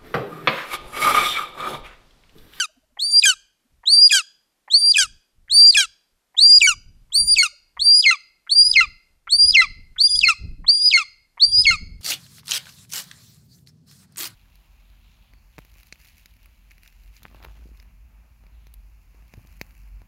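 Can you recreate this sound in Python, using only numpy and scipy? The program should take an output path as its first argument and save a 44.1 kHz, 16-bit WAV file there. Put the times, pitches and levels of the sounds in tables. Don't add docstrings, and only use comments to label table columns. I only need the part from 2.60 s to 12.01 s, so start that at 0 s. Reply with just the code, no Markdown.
import sys
import numpy as np
from scipy import signal
from scipy.fft import rfft, irfft, next_fast_len
from scipy.io import wavfile
from scipy.ndimage import uniform_filter1d, minimum_filter1d, map_coordinates

SR = 44100
rng = np.random.default_rng(int(sys.argv[2]) if len(sys.argv) > 2 else 0)


def convert_level_to_amplitude(level_db):
    exponent = np.asarray(level_db, float) / 20
    return 10 ** exponent


def wav_out(sig):
    wavfile.write(sys.argv[1], SR, np.round(np.clip(np.atleast_2d(sig).T, -1, 1) * 32767).astype(np.int16))


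N = 414981
TIME = np.arange(N) / SR
OVERLAP_S = 0.0086

# start_s, snap_s, rise_s, settling_pitch_hz, last_pitch_hz
WHISTLE_CALLS = [(0.388, 0.611, 0.027, 4637, 4820), (1.255, 1.488, 0.031, 4660, 4842),
                 (2.1, 2.329, 0.031, 4654, 4815), (2.895, 3.115, 0.025, 4646, 4839),
                 (3.766, 3.994, 0.039, 4776, 4884), (4.52, 4.75, 0.022, 4655, 4848),
                 (5.191, 5.418, 0.022, 4660, 4968), (5.892, 6.125, 0.019, 4707, 5013),
                 (6.69, 6.918, 0.025, 4650, 5013), (7.38, 7.601, 0.022, 4782, 4946),
                 (8.064, 8.298, 0.019, 4766, 4973), (8.795, 9.032, 0.021, 4696, 5018)]
# octave_db, half_pitch_line_db, flutter_db, air_db
WHISTLE_COMPANIONS = [(-28, -48.5, -63.5, -42.5), (-28, -54, -64, -46), (-28.5, -51, -65.5, -44.5),
                      (-25.5, -41, -61, -40), (-28, -38, -66.5, -42), (-24, -44.5, -80.5, -45),
                      (-29, -50.5, -64, -52.5), (-30, -53, -61, -49), (-29.5, -59, -60.5, -49),
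                      (-31.5, -52, -42.5, -44), (-35.5, -58, -51.5, -47), (-36, -76, -58, -44.5)]
# peak_s, peak_db, rise_s, fall_s
AIR_PUSHES = [(0.403, -23.0, 0.008, 0.005), (0.414, -22.5, 0.0031, 0.0048), (0.423, -20.0, 0.0064, 0.13),
              (0.596, -8.5, 0.077, 0.004), (1.287, -12.5, 0.019, 0.01), (1.303, -13.5, 0.009, 0.023),
              (1.335, -8.0, 0.021, 0.041), (1.387, -9, 0.027, 0.029), (1.447, -3.5, 0.045, 0.033),
              (2.122, -21.5, 0.013, 0.017), (2.146, -9.5, 0.015, 0.041), (2.151, -13.5, 0.0064, 0.05),
              (2.314, -11.5, 0.13, 0.02), (2.924, -16, 0.017, 0.17), (3.033, -5, 0.094, 0.019),
              (3.058, -4, 0.023, 0.062), (3.093, -6, 0.035, 0.037), (3.795, -12.5, 0.02, 0.0053),
              (3.809, -15.0, 0.0093, 0.038), (3.84, -7.5, 0.034, 0.1), (3.975, 2, 0.086, 0.012),
              (4.566, -13.5, 0.023, 0.074), (4.728, -11.0, 0.059, 0.047), (5.204, -24.5, 0.012, 0.014),
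              (5.22, -15.5, 0.0069, 0.019), (5.317, -9, 0.082, 0.068), (5.394, -12.5, 0.075, 0.038),
              (5.897, -28, 0.006, 0.022), (5.927, -12.5, 0.017, 0.016), (6.01, -7.5, 0.065, 0.028),
              (6.069, -13.5, 0.035, 0.018), (6.102, -22.5, 0.023, 0.01), (6.709, -28.5, 0.009, 0.016),
              (6.734, -11, 0.017, 0.04), (6.823, -8.5, 0.045, 0.042), (6.892, -13, 0.029, 0.022),
              (7.392, -23.5, 0.01, 0.017), (7.418, -9.5, 0.019, 0.013), (7.445, -9.5, 0.012, 0.035),
              (7.55, -15.5, 0.064, 0.019), (7.577, -23, 0.019, 0.008), (7.592, -19, 0.0069, 0.08),
              (8.101, -7.5, 0.023, 0.017), (8.128, -15.5, 0.019, 0.085), (8.226, -17.5, 0.036, 0.041),
              (8.278, -10.0, 0.042, 0.01), (8.806, -22.5, 0.005, 0.032), (8.839, -7, 0.028, 0.021),
              (8.855, -23.5, 0.017, 0.059), (8.994, -11.0, 0.085, 0.042)]
# time_s, bend_hz, width_s
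PITCH_BENDS = [(.45, 71.5, .03), (.55, -21.5, .03), (1.32, 49, .02), (1.436, 86.5, .028), (2.168, 61, .025),
               (2.937, 59.5, 0.016), (3.061, -18.5, 0.031), (3.833, 110.5, .02), (4.589, 18.5, 0.043),
               (5.24, 40, .02), (5.94, -50, .012), (6.09, 41, .02), (6.871, -26, .03), (7.47, 29.5, .03),
               (8.18, -35.5, .04), (8.91, -38, .03), (9, 39, 0.023)]
# jolt_db, midway_pitch_hz, crack_foot_db, middle_octave_db
VOICE_BREAKS = [(-31, 3900, -19.5, -8), (-12, 3250, -21.5, -6), (-10.5, 3200, -12.5, -12.5),
                (-18.5, 4100, -10, -23.5), (-18, 3300, -10, -11), (-12.5, 2700, -15.5, 1),
                (-16, 3250, -11, -6.5), (-7.5, 3100, -7.5, -7), (-10, 3150, -6.5, -10), (-9, 3050, 1.5, 2),
                (-9, 3250, -15.5, -4), (-28, 3400, -15.5, -5.5)]
# landing_s, end_s, pitch_hz, landing_db, last_db
MIDDLE_NOTES = [(0.638, 0.659, 2445, -7, -11), (1.511, 1.528, 2473, -13, -11.5),
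                (2.37, 2.385, 2465, -4, -18.5), (3.162, 3.173, 2430, -14.5, -10.5),
                (4.027, 4.075, 2348, -10, -13), (4.785, 4.832, 2260, -14.5, -18),
                (5.464, 5.512, 2166, -7.5, -12), (6.172, 6.21, 2140, -6.5, -6),
                (6.971, 7.019, 2136, -0.5, -6), (7.651, 7.689, 2187, -22, -6.5),
                (8.338, 8.378, 2207, -6.5, -3.5), (9.067, 9.111, 2214, 0.5, -8)]
# end_s, first_pitch_hz, last_pitch_hz, level_db, octave_db
LOW_NOTES = [(0.062, 1540, 1186, -23, 3.5), (0.743, 1651, 1237, -10, 4), (1.621, 1688, 1207, -10.5, 2.5),
             (2.465, 1670, 1226, -13, 2), (3.26, 1700, 1263, -15, 4.5), (4.144, 1509, 1114, -16.5, 5),
             (4.881, 1428, 1159, -22, 4.5), (5.561, 1371, 1093, -21, 5), (6.261, 1380, 1120, -19, 5),
             (7.063, 1345, 1080, -20.5, 4), (7.739, 1372, 1111, -16.5, 7.5),
             (8.437, 1406, 1100, -23.5, 5.5), (9.165, 1402, 1143, -22.5, 5)]
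# beak_toward_microphone_db, half_pitch_lines_db
HEAD_POSES = [(-0.5, -22), (2, -17), (1.5, -10), (1, -7.5), (-0.5, -5), (-1.5, -41.5), (-0.5, -21),
              (-9, -20.5), (-12, -16.5), (-11.5, -16.5), (-6, -24), (-7.5, -19), (-7, -18)]
# frequency_hz, level_db
THROAT_SPECTRUM = [(700, -32.5), (1500, -13.5), (3200, -4), (4600, -7.5), (6300, -6), (8200, -10),
                   (10500, -21), (14500, -39)]
# frequency_hz, level_db
BREATH_SPECTRUM = [(1300, -38), (2200, -24), (3600, -13), (4800, -1), (5800, -7), (7600, -4.5),
                   (9500, -13.5), (15000, -37)]
# frequency_hz, level_db
RASP_SPECTRUM = [(900, -21), (3500, 2), (7500, -1), (10500, -13), (14000, -32)]
# start_s, peak_db, ring_hz
THROAT_CREAKS = [(0.368, -33, 858), (1.233, -36.5, 956), (2.077, -32.5, 907), (2.879, -41, 1793),
                 (3.744, -40.5, 848), (4.499, -54, 1097), (5.168, -28, 1073), (5.868, -34, 1565),
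                 (6.671, -24.5, 1386), (7.361, -33, 1604), (8.041, -33, 1010), (8.773, -32, 1006)]
# frequency_hz, t60_s
FOREST_DECAY = [(1500, 0.5), (5000, 0.48), (10000, 0.26)]
# centre_s, level_db, pitch_hz
FAR_CROAKS = [
    (.1, -58, 630),
    (.18, -54.5, 257),
    (.17, -65, 700),
    (.24, -65, 630),
    (.31, -69, 607),
    (.33, -65, 245),
    (1.06, -63, 244),
    (4.935, -59.5, 579.6),
]
# peak_s, buffet_db, rise_s, fall_s
GUSTS = [(0.01, -84, 0.02, 0.02), (0.335, -71.5, 0.34, 0.418), (0.504, -58, 0.038, 0.039),
         (0.579, -63, 0.051, 0.071), (0.693, -65, 0.098, 0.22), (0.944, -82, 0.031, 0.034),
         (1.155, -62, 0.088, 0.11), (1.389, -64.5, 0.08, 0.07), (1.49, -71, 0.034, 0.088),
         (2.27, -70.5, 0.22, 0.468), (2.453, -47.5, 0.11, 0.021), (2.475, -50.5, 0.02, 0.16),
         (2.788, -55.5, 0.065, 0.103), (2.961, -45.5, 0.086, 0.026), (3.012, -54, 0.053, 0.051),
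         (3.099, -54, 0.072, 0.069), (3.161, -48.5, 0.034, 0.061), (3.262, -61, 0.072, 0.099),
         (3.546, -67.5, 0.046, 0.047), (3.75, -79.5, 0.03, 0.62), (4.187, -44, 0.35, 0.048),
         (4.255, -48.5, 0.06, 0.038), (4.308, -48, 0.129, 0.233), (4.418, -57.5, 0.02, 0.46),
         (4.647, -36, 0.074, 0.047), (4.726, -41, 0.047, 0.078), (4.889, -68.5, 0.419, 0.141),
         (5.04, -67, 0.088, 0.269), (5.239, -49, 0.101, 0.111), (5.74, -78.5, 0.706, 0.39),
         (6.046, -48, 0.086, 0.12), (6.166, -42.5, 0.072, 0.251), (6.559, -64.5, 0.34, 0.091),
         (6.69, -60, 0.098, 0.052), (6.749, -49.5, 0.047, 0.09), (6.864, -35.5, 0.051, 0.027),
         (6.913, -41, 0.037, 0.14), (7.108, -41.5, 0.11, 0.048), (7.192, -41.5, 0.059, 0.063),
         (7.251, -48, 0.039, 0.28), (7.568, -41, 0.1, 0.22), (7.894, -32.5, 0.14, 0.083),
         (7.993, -37.5, 0.025, 0.13), (8.276, -54.5, 0.179, 0.071), (8.452, -66.5, 0.133, 0.608),
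         (8.977, -39, 0.16, 0.461), (9.135, -32.5, 0.091, 0.054), (9.226, -37.0, 0.051, 0.27)]
# frequency_hz, level_db_per_hz
RUMBLE_SPECTRUM = [(12, -30.5), (20, 7), (106, -12), (454, -41.5), (900, -61.5), (1170, -90.5),
                   (1980, -120)]
# frequency_hz, level_db_per_hz
AIR_SPECTRUM = [(88, -34.5), (150, 1), (7680, -10.5), (13400, -11.5), (15100, -23)]


def eagle():
    middles = [middle_note(*call) for call in zip(WHISTLE_CALLS, MIDDLE_NOTES, VOICE_BREAKS)]
    late_s = .0025
    low_starts = [0] + [row[1] - OVERLAP_S + late_s for row in MIDDLE_NOTES]
    lows = [low_note(*call) for call in zip(low_starts, LOW_NOTES)]
    middle = register(middles, HEAD_POSES[1:], upper_db=-4, half_db=-8, jitter=.0035, air_db=-24)
    low = register(lows, HEAD_POSES, upper_db=5, half_db=0, jitter=.006, air_db=-19)
    return whistle() + sputter() + middle + low


def whistle():
    tone, flow = np.zeros(N), np.zeros(N)
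    catch_hz, rise_shape, climb_shape, drift_hz = 3040, 1.2, 1.8, 12
    jolt_s, snap_s, snap_dip_hz, die_db = .009, 0.0032, 170, 18
    jolts = [(row[1] - jolt_s, snap[0], snap_s, snap_s) for row, snap in zip(WHISTLE_CALLS, VOICE_BREAKS)]
    bend_hz = sum(hz * np.exp(-((TIME[::64] - s) / width) ** 2) for s, hz, width in PITCH_BENDS).repeat(64)
    level_db = swells(AIR_PUSHES + jolts, under_db=-31.5, round_by=0.84)
    for call, companions in zip(WHISTLE_CALLS, WHISTLE_COMPANIONS):
        start, end, rise, settle_hz, top_hz = call
        octave_db, half_db, flutter_db, air_db = companions
        span, edge, (gone,) = read([(start, 0), (end, 1)], ramp=.004)
        n, t, db = len(edge), np.abs(TIME[span] - start), level_db[span]
        age = np.arange(n) / SR
        past_end = t - (end - start)

        aim = settle_hz + (top_hz - settle_hz) * gone ** climb_shape
        aim = aim + drift_hz * wobble(45, size=n) + bend_hz[span]
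        pitch = aim - (aim - catch_hz) * np.exp(-(t / rise) ** rise_shape)
        pitch -= snap_dip_hz * np.clip((past_end + jolt_s) / snap_s + 1, 0, 2.5)
        phase = 2 * np.pi * np.cumsum(pitch * (1 + .0015 * wobble(400, size=n))) / SR

        edge = edge * convert_level_to_amplitude(-die_db * np.clip(past_end / jolt_s + 0.98, 0, 1))
        swell = edge * np.clip(age / 0.029, 0, 1) * convert_level_to_amplitude(np.minimum(db + 28.5, 0))
        tremor = .6 * wobble(160, size=n) + .36 * wobble(900, size=n) + .06 * wobble(3000, size=n)
        tremor += .5 * np.sin(2 * np.pi * np.cumsum(210 + 25 * wobble(30, size=n)) / SR) ** 3
        note = edge * convert_level_to_amplitude(db + tremor) * np.sin(phase)

        second_db = octave_db + 3.8 * wobble(49, size=n) + (pitch - 4800) / 200
        second_db -= 22 * np.clip(past_end / jolt_s + 0.96, 0, 1) + np.maximum(4200 - pitch, 0) / 250
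        note += swell * convert_level_to_amplitude(second_db) * np.sin(2 * phase)
        third_db = 1.9 * octave_db + 2.0 + 4.5 * wobble(40, size=n)
        third_db -= np.maximum(pitch - 4650, 0) / 18 + np.maximum(4300 - pitch, 0) / 70
        note += swell * convert_level_to_amplitude(third_db) * np.sin(3 * phase)

        swell_late = swell * np.clip(age / 0.058 - 1, 0, 1)
        half_line = np.sin(1.5 * phase + wobble(150, size=n))
        note += swell_late * convert_level_to_amplitude(half_db + 7 * wobble(60, size=n)) * half_line
        beat = 2 * np.pi * np.cumsum(1330 + 130 * wobble(220, size=n)) / SR
        flutter = np.sin(phase - beat) + convert_level_to_amplitude(-6) * np.sin(phase + beat)
        note += swell_late * convert_level_to_amplitude(flutter_db + 7.4 * wobble(90, size=n)) * flutter

        tone[span] += np.sqrt(2) * note
        flow[span] += swell * convert_level_to_amplitude(air_db - 0.5 + .42 * (db + 11))
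    return tone + flow * streaky(BREATH_SPECTRUM, patchy_db=7)


def sputter():
    out, t = np.zeros(N), np.arange(SR // 16) / SR
    n = len(t)
    puff = streaky(BREATH_SPECTRUM, patchy_db=6)
    fade = np.sin(np.pi * t / t[-1]) ** .5
    for _, end, _, _, hz in WHISTLE_CALLS:
        start = int((end - .006) * SR)
        phase = 2 * np.pi * np.cumsum(hz * (1 + .012 * wobble(400, size=n))) / SR
        out[start:][:n] += fade * convert_level_to_amplitude(-23.5 - 500 * t + 2.9 * wobble(150, size=n)) * np.sin(phase)
        out[start:][:n] += fade * convert_level_to_amplitude(-31 - 600 * t) * puff[start:][:n]
    return out


def middle_note(high, row, snap):
    land, end, hz, db, last_db = row
    _, bend_hz, foot_db, octave_db = snap
    crack_hz, foot_hz, crack_db, crack_octave_db = 4130, 2576, -28, -15.5
    start = high[1] + 0.0028
    last_hz = hz - 2700 * (end - land)
    give_way = end - OVERLAP_S

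    def at(share):
        return start + share * (land - start)

    return [(start, crack_hz, crack_db, crack_octave_db),
            (at(.45), bend_hz, crack_db + 4.0, crack_octave_db),
            (at(.76), foot_hz, foot_db, crack_octave_db),
            (at(.9), .97 * foot_hz, foot_db - 5, crack_octave_db),
            (land, 1.015 * hz, db, octave_db),
            (min(land + .011, (land + give_way) / 2), .99 * hz, db - 1.5, octave_db),
            (give_way, last_hz, last_db, octave_db),
            (end, last_hz, -39, octave_db)]


def low_note(start, row):
    end, hz, last_hz, db, octave_db = row
    faded_db, release_s = -33.5, 0.016
    fallen = .76 - (end - start) / .27
    return [(start, 1.06 * hz, db - 2, octave_db - 17),
            (start + 0.0066, hz, db + 0.5, octave_db),
            (start + .014, hz + .1 * (last_hz - hz), db - 2.5, octave_db),
            (start + .6 * (end - start), hz + fallen * (last_hz - hz), .55 * db + 0.56 * faded_db, octave_db),
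            (end - release_s, 1.07 * last_hz, faded_db, octave_db),
            (end, last_hz, faded_db - 7.0, octave_db - 13)]


def register(tables, poses, upper_db, half_db, jitter, air_db):
    tone, flow = np.zeros(N), np.zeros(N)
    for rows, (facing_db, sub_db) in zip(tables, poses):
        span, edge, (pitch, db, octave_db) = read(rows, ramp=.005)
        n = len(edge)
        crack = np.clip((pitch - 2480) / 350, 0, 1)
        shake = (jitter + .05 * crack) * wobble(500, size=n)
        phase = 2 * np.pi * np.cumsum(pitch * (1 + shake)) / SR
        second_db = octave_db + (2 + 7 * crack) * wobble(130, size=n) - 8 * crack
        note = np.sin(phase) + convert_level_to_amplitude(second_db) * np.sin(2 * phase + 1)
        uneven_db = 2 + 5 * np.tanh(wobble(40, size=n))
        for k in np.arange(.5, 12, .5):
            if k in (1, 2):
                continue
            hz = k * pitch
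            halfway = k % 1 > 0
            gain_db = upper_db + along(THROAT_SPECTRUM, hz) + facing_db * np.clip(np.log2(hz / 2500), 0, 2)
            gain_db = gain_db + halfway * (sub_db + half_db + uneven_db)
            gain_db = gain_db + 10.5 * np.tanh(.75 * wobble(130, size=n)) - 10 * crack
            gain_db = gain_db + .35 * (db - db.max())
            angle = k * phase + k * k + halfway * .6 * wobble(200, size=n)
            note += convert_level_to_amplitude(gain_db) * (hz < 15000) * np.sin(angle)
        flicker_db = (2 + 5 * crack) * np.tanh(wobble(200, size=n))
        tone[span] -= np.sqrt(2) * edge * convert_level_to_amplitude(db + flicker_db) * note
        flow[span] += edge * convert_level_to_amplitude(.86 * db + air_db + 1.2 * facing_db)
    return tone + flow * streaky(RASP_SPECTRUM, patchy_db=7.5)


def creaks():
    out, t = np.zeros(N + SR), np.arange(SR // 25) / SR
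    attack = 1 - np.exp(-t / .0008)
    for s, db, hz in THROAT_CREAKS:
        for k, step_db in enumerate((-6.5, 3, -1.5, -6.5)):
            ring = 0
            for ring_hz, ring_db in ((hz, -1), (2000, -4)):
                tone = np.sin(2 * np.pi * ring_hz * rng.uniform(.9, 1.1) * t)
                ring = ring + convert_level_to_amplitude(ring_db - 60 * t / .011) * attack * tone
            start = round((s + k * .0046 + rng.normal(0, .0005)) * SR)
            out[start:][:len(t)] += convert_level_to_amplitude(db + step_db + 4.0) * ring
    return out[:N]


def trunk(x):
    def response(hz):
        echo = convert_level_to_amplitude(-10.5) * np.exp(-((hz - 3700) / 700) ** 2)
        echo = echo + convert_level_to_amplitude(-5.5) * np.exp(-((hz - 7600) / 1100) ** 2)
        low_cut = 1 + (330 / (hz + 1)) ** 4
        return (1 + echo * np.exp(-2j * np.pi * hz / 480)) / low_cut

    return filtered(x, response)


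def forest(x):
    hz, t, z = signal.stft(rng.standard_normal(SR * 2 // 3), SR, nperseg=256)
    decay = convert_level_to_amplitude(-60 * t / along(FOREST_DECAY, hz)[:, None]) + convert_level_to_amplitude(7 - 60 * t / .1)
    decay *= convert_level_to_amplitude(3 * np.log2(np.clip(hz, 800, 6000) / 3000))[:, None]
    tail = signal.istft(z * decay, SR, nperseg=256)[1]
    return signal.fftconvolve(np.pad(x, (300, 0)), tail / np.linalg.norm(tail))[:N]


def far_birds():
    out, half = np.zeros(N), 2000
    t = np.arange(-half, half) / SR
    for s, db, hz in FAR_CROAKS:
        croak = np.exp(-(t / 0.01) ** 2) * np.sin(2 * np.pi * hz * t)
        out += convert_level_to_amplitude(db) * np.pad(croak, (int(s * SR) - half, N))[:N]
    return out


def wind():
    gust_db = swells(GUSTS, under_db=-85.5, round_by=1.5)
    push = hiss(RUMBLE_SPECTRUM)
    push = unit(push / np.sqrt(np.abs(uniform_filter1d(push ** 2, 3000)) + .05))
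    flap = convert_level_to_amplitude(0.55 * gust_db + 6.5 + 2.4 * wobble(22)) * hiss([(60, -19.0), (170, 0.0), (1500, -60.5)])
    floor = convert_level_to_amplitude(-74.0 + wobble(7.7)) * hiss(AIR_SPECTRUM)
    return convert_level_to_amplitude(gust_db + 2.5 * wobble(40)) * (push + flap) + floor


def swells(rows, under_db, round_by):
    total = np.full(N, convert_level_to_amplitude(under_db) ** 2)
    for s, db, rise, fall in rows:
        span = slice(max(int((s - rise) * SR), 0), int((s + fall) * SR))
        u = (TIME[span] - s) / np.where(TIME[span] < s, rise, fall)
        total[span] += (convert_level_to_amplitude(db) * np.abs(np.cos(np.pi / 2 * u)) ** round_by) ** 2
    return 10 * np.log10(total)


def streaky(spectrum, patchy_db):
    z = signal.stft(hiss(spectrum), nperseg=256)[2]
    field = uniform_filter1d(rng.standard_normal(z.shape), 2, 0)
    field = uniform_filter1d(field, 10, 1)
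    return unit(signal.istft(z * convert_level_to_amplitude(patchy_db * unit(field)), nperseg=256)[1][:N])


def hiss(spectrum):
    return unit(filtered(rng.standard_normal(N), lambda hz: convert_level_to_amplitude(along(spectrum, hz))))


def filtered(x, response):
    m = next_fast_len(N + SR // 2)
    return irfft(rfft(x, m) * response(np.fft.rfftfreq(m, 1 / SR)), m)[:N]


def read(rows, ramp):
    s, *cols = np.transpose(rows)
    span = slice(int(s[0] * SR), int(s[-1] * SR))
    since = TIME[span] - s[0] + (s[0] == 0)
    edge = np.clip(np.minimum(since, s[-1] - TIME[span]) / ramp, 0, 1)
    return span, edge, [np.interp(TIME[span], s, c) for c in cols]


def wobble(rate, size=N):
    knots = rng.standard_normal(int(size * rate / SR) + 4)
    return map_coordinates(knots, [np.arange(size) * rate / SR])


def along(points, hz):
    f, v = np.transpose(points)
    return np.interp(np.log(hz + 1), np.log(f + 1), v)


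def unit(x):
    return x / np.sqrt(np.mean(x ** 2) + 1e-20)


def scene():
    bird = trunk(eagle() + creaks())
    turned = TIME > 4.3
    beam = filtered(bird, lambda hz: np.exp(-((hz - 4920) / 220) ** 2)) * convert_level_to_amplitude(-15 - 23 * ~turned)
    echoes = forest(bird * convert_level_to_amplitude(np.where(turned, -21, -27)) + beam)
    return (bird + echoes + far_birds() + wind())[None]


def band_limit(x):
    return signal.sosfilt(signal.butter(12, 15240, fs=SR, output="sos"), x)


def record(dry):
    needed = np.minimum(1, 0.72 / (np.abs(dry) + 1e-9))
    gain = uniform_filter1d(minimum_filter1d(needed, 180), 90)
    mix = filtered(dry[0] * gain[0], lambda hz: 1 / (1 + (hz / 14500) ** 70))[None]
    return band_limit(mix)


dry = scene()
out = record(dry)
wav_out(out)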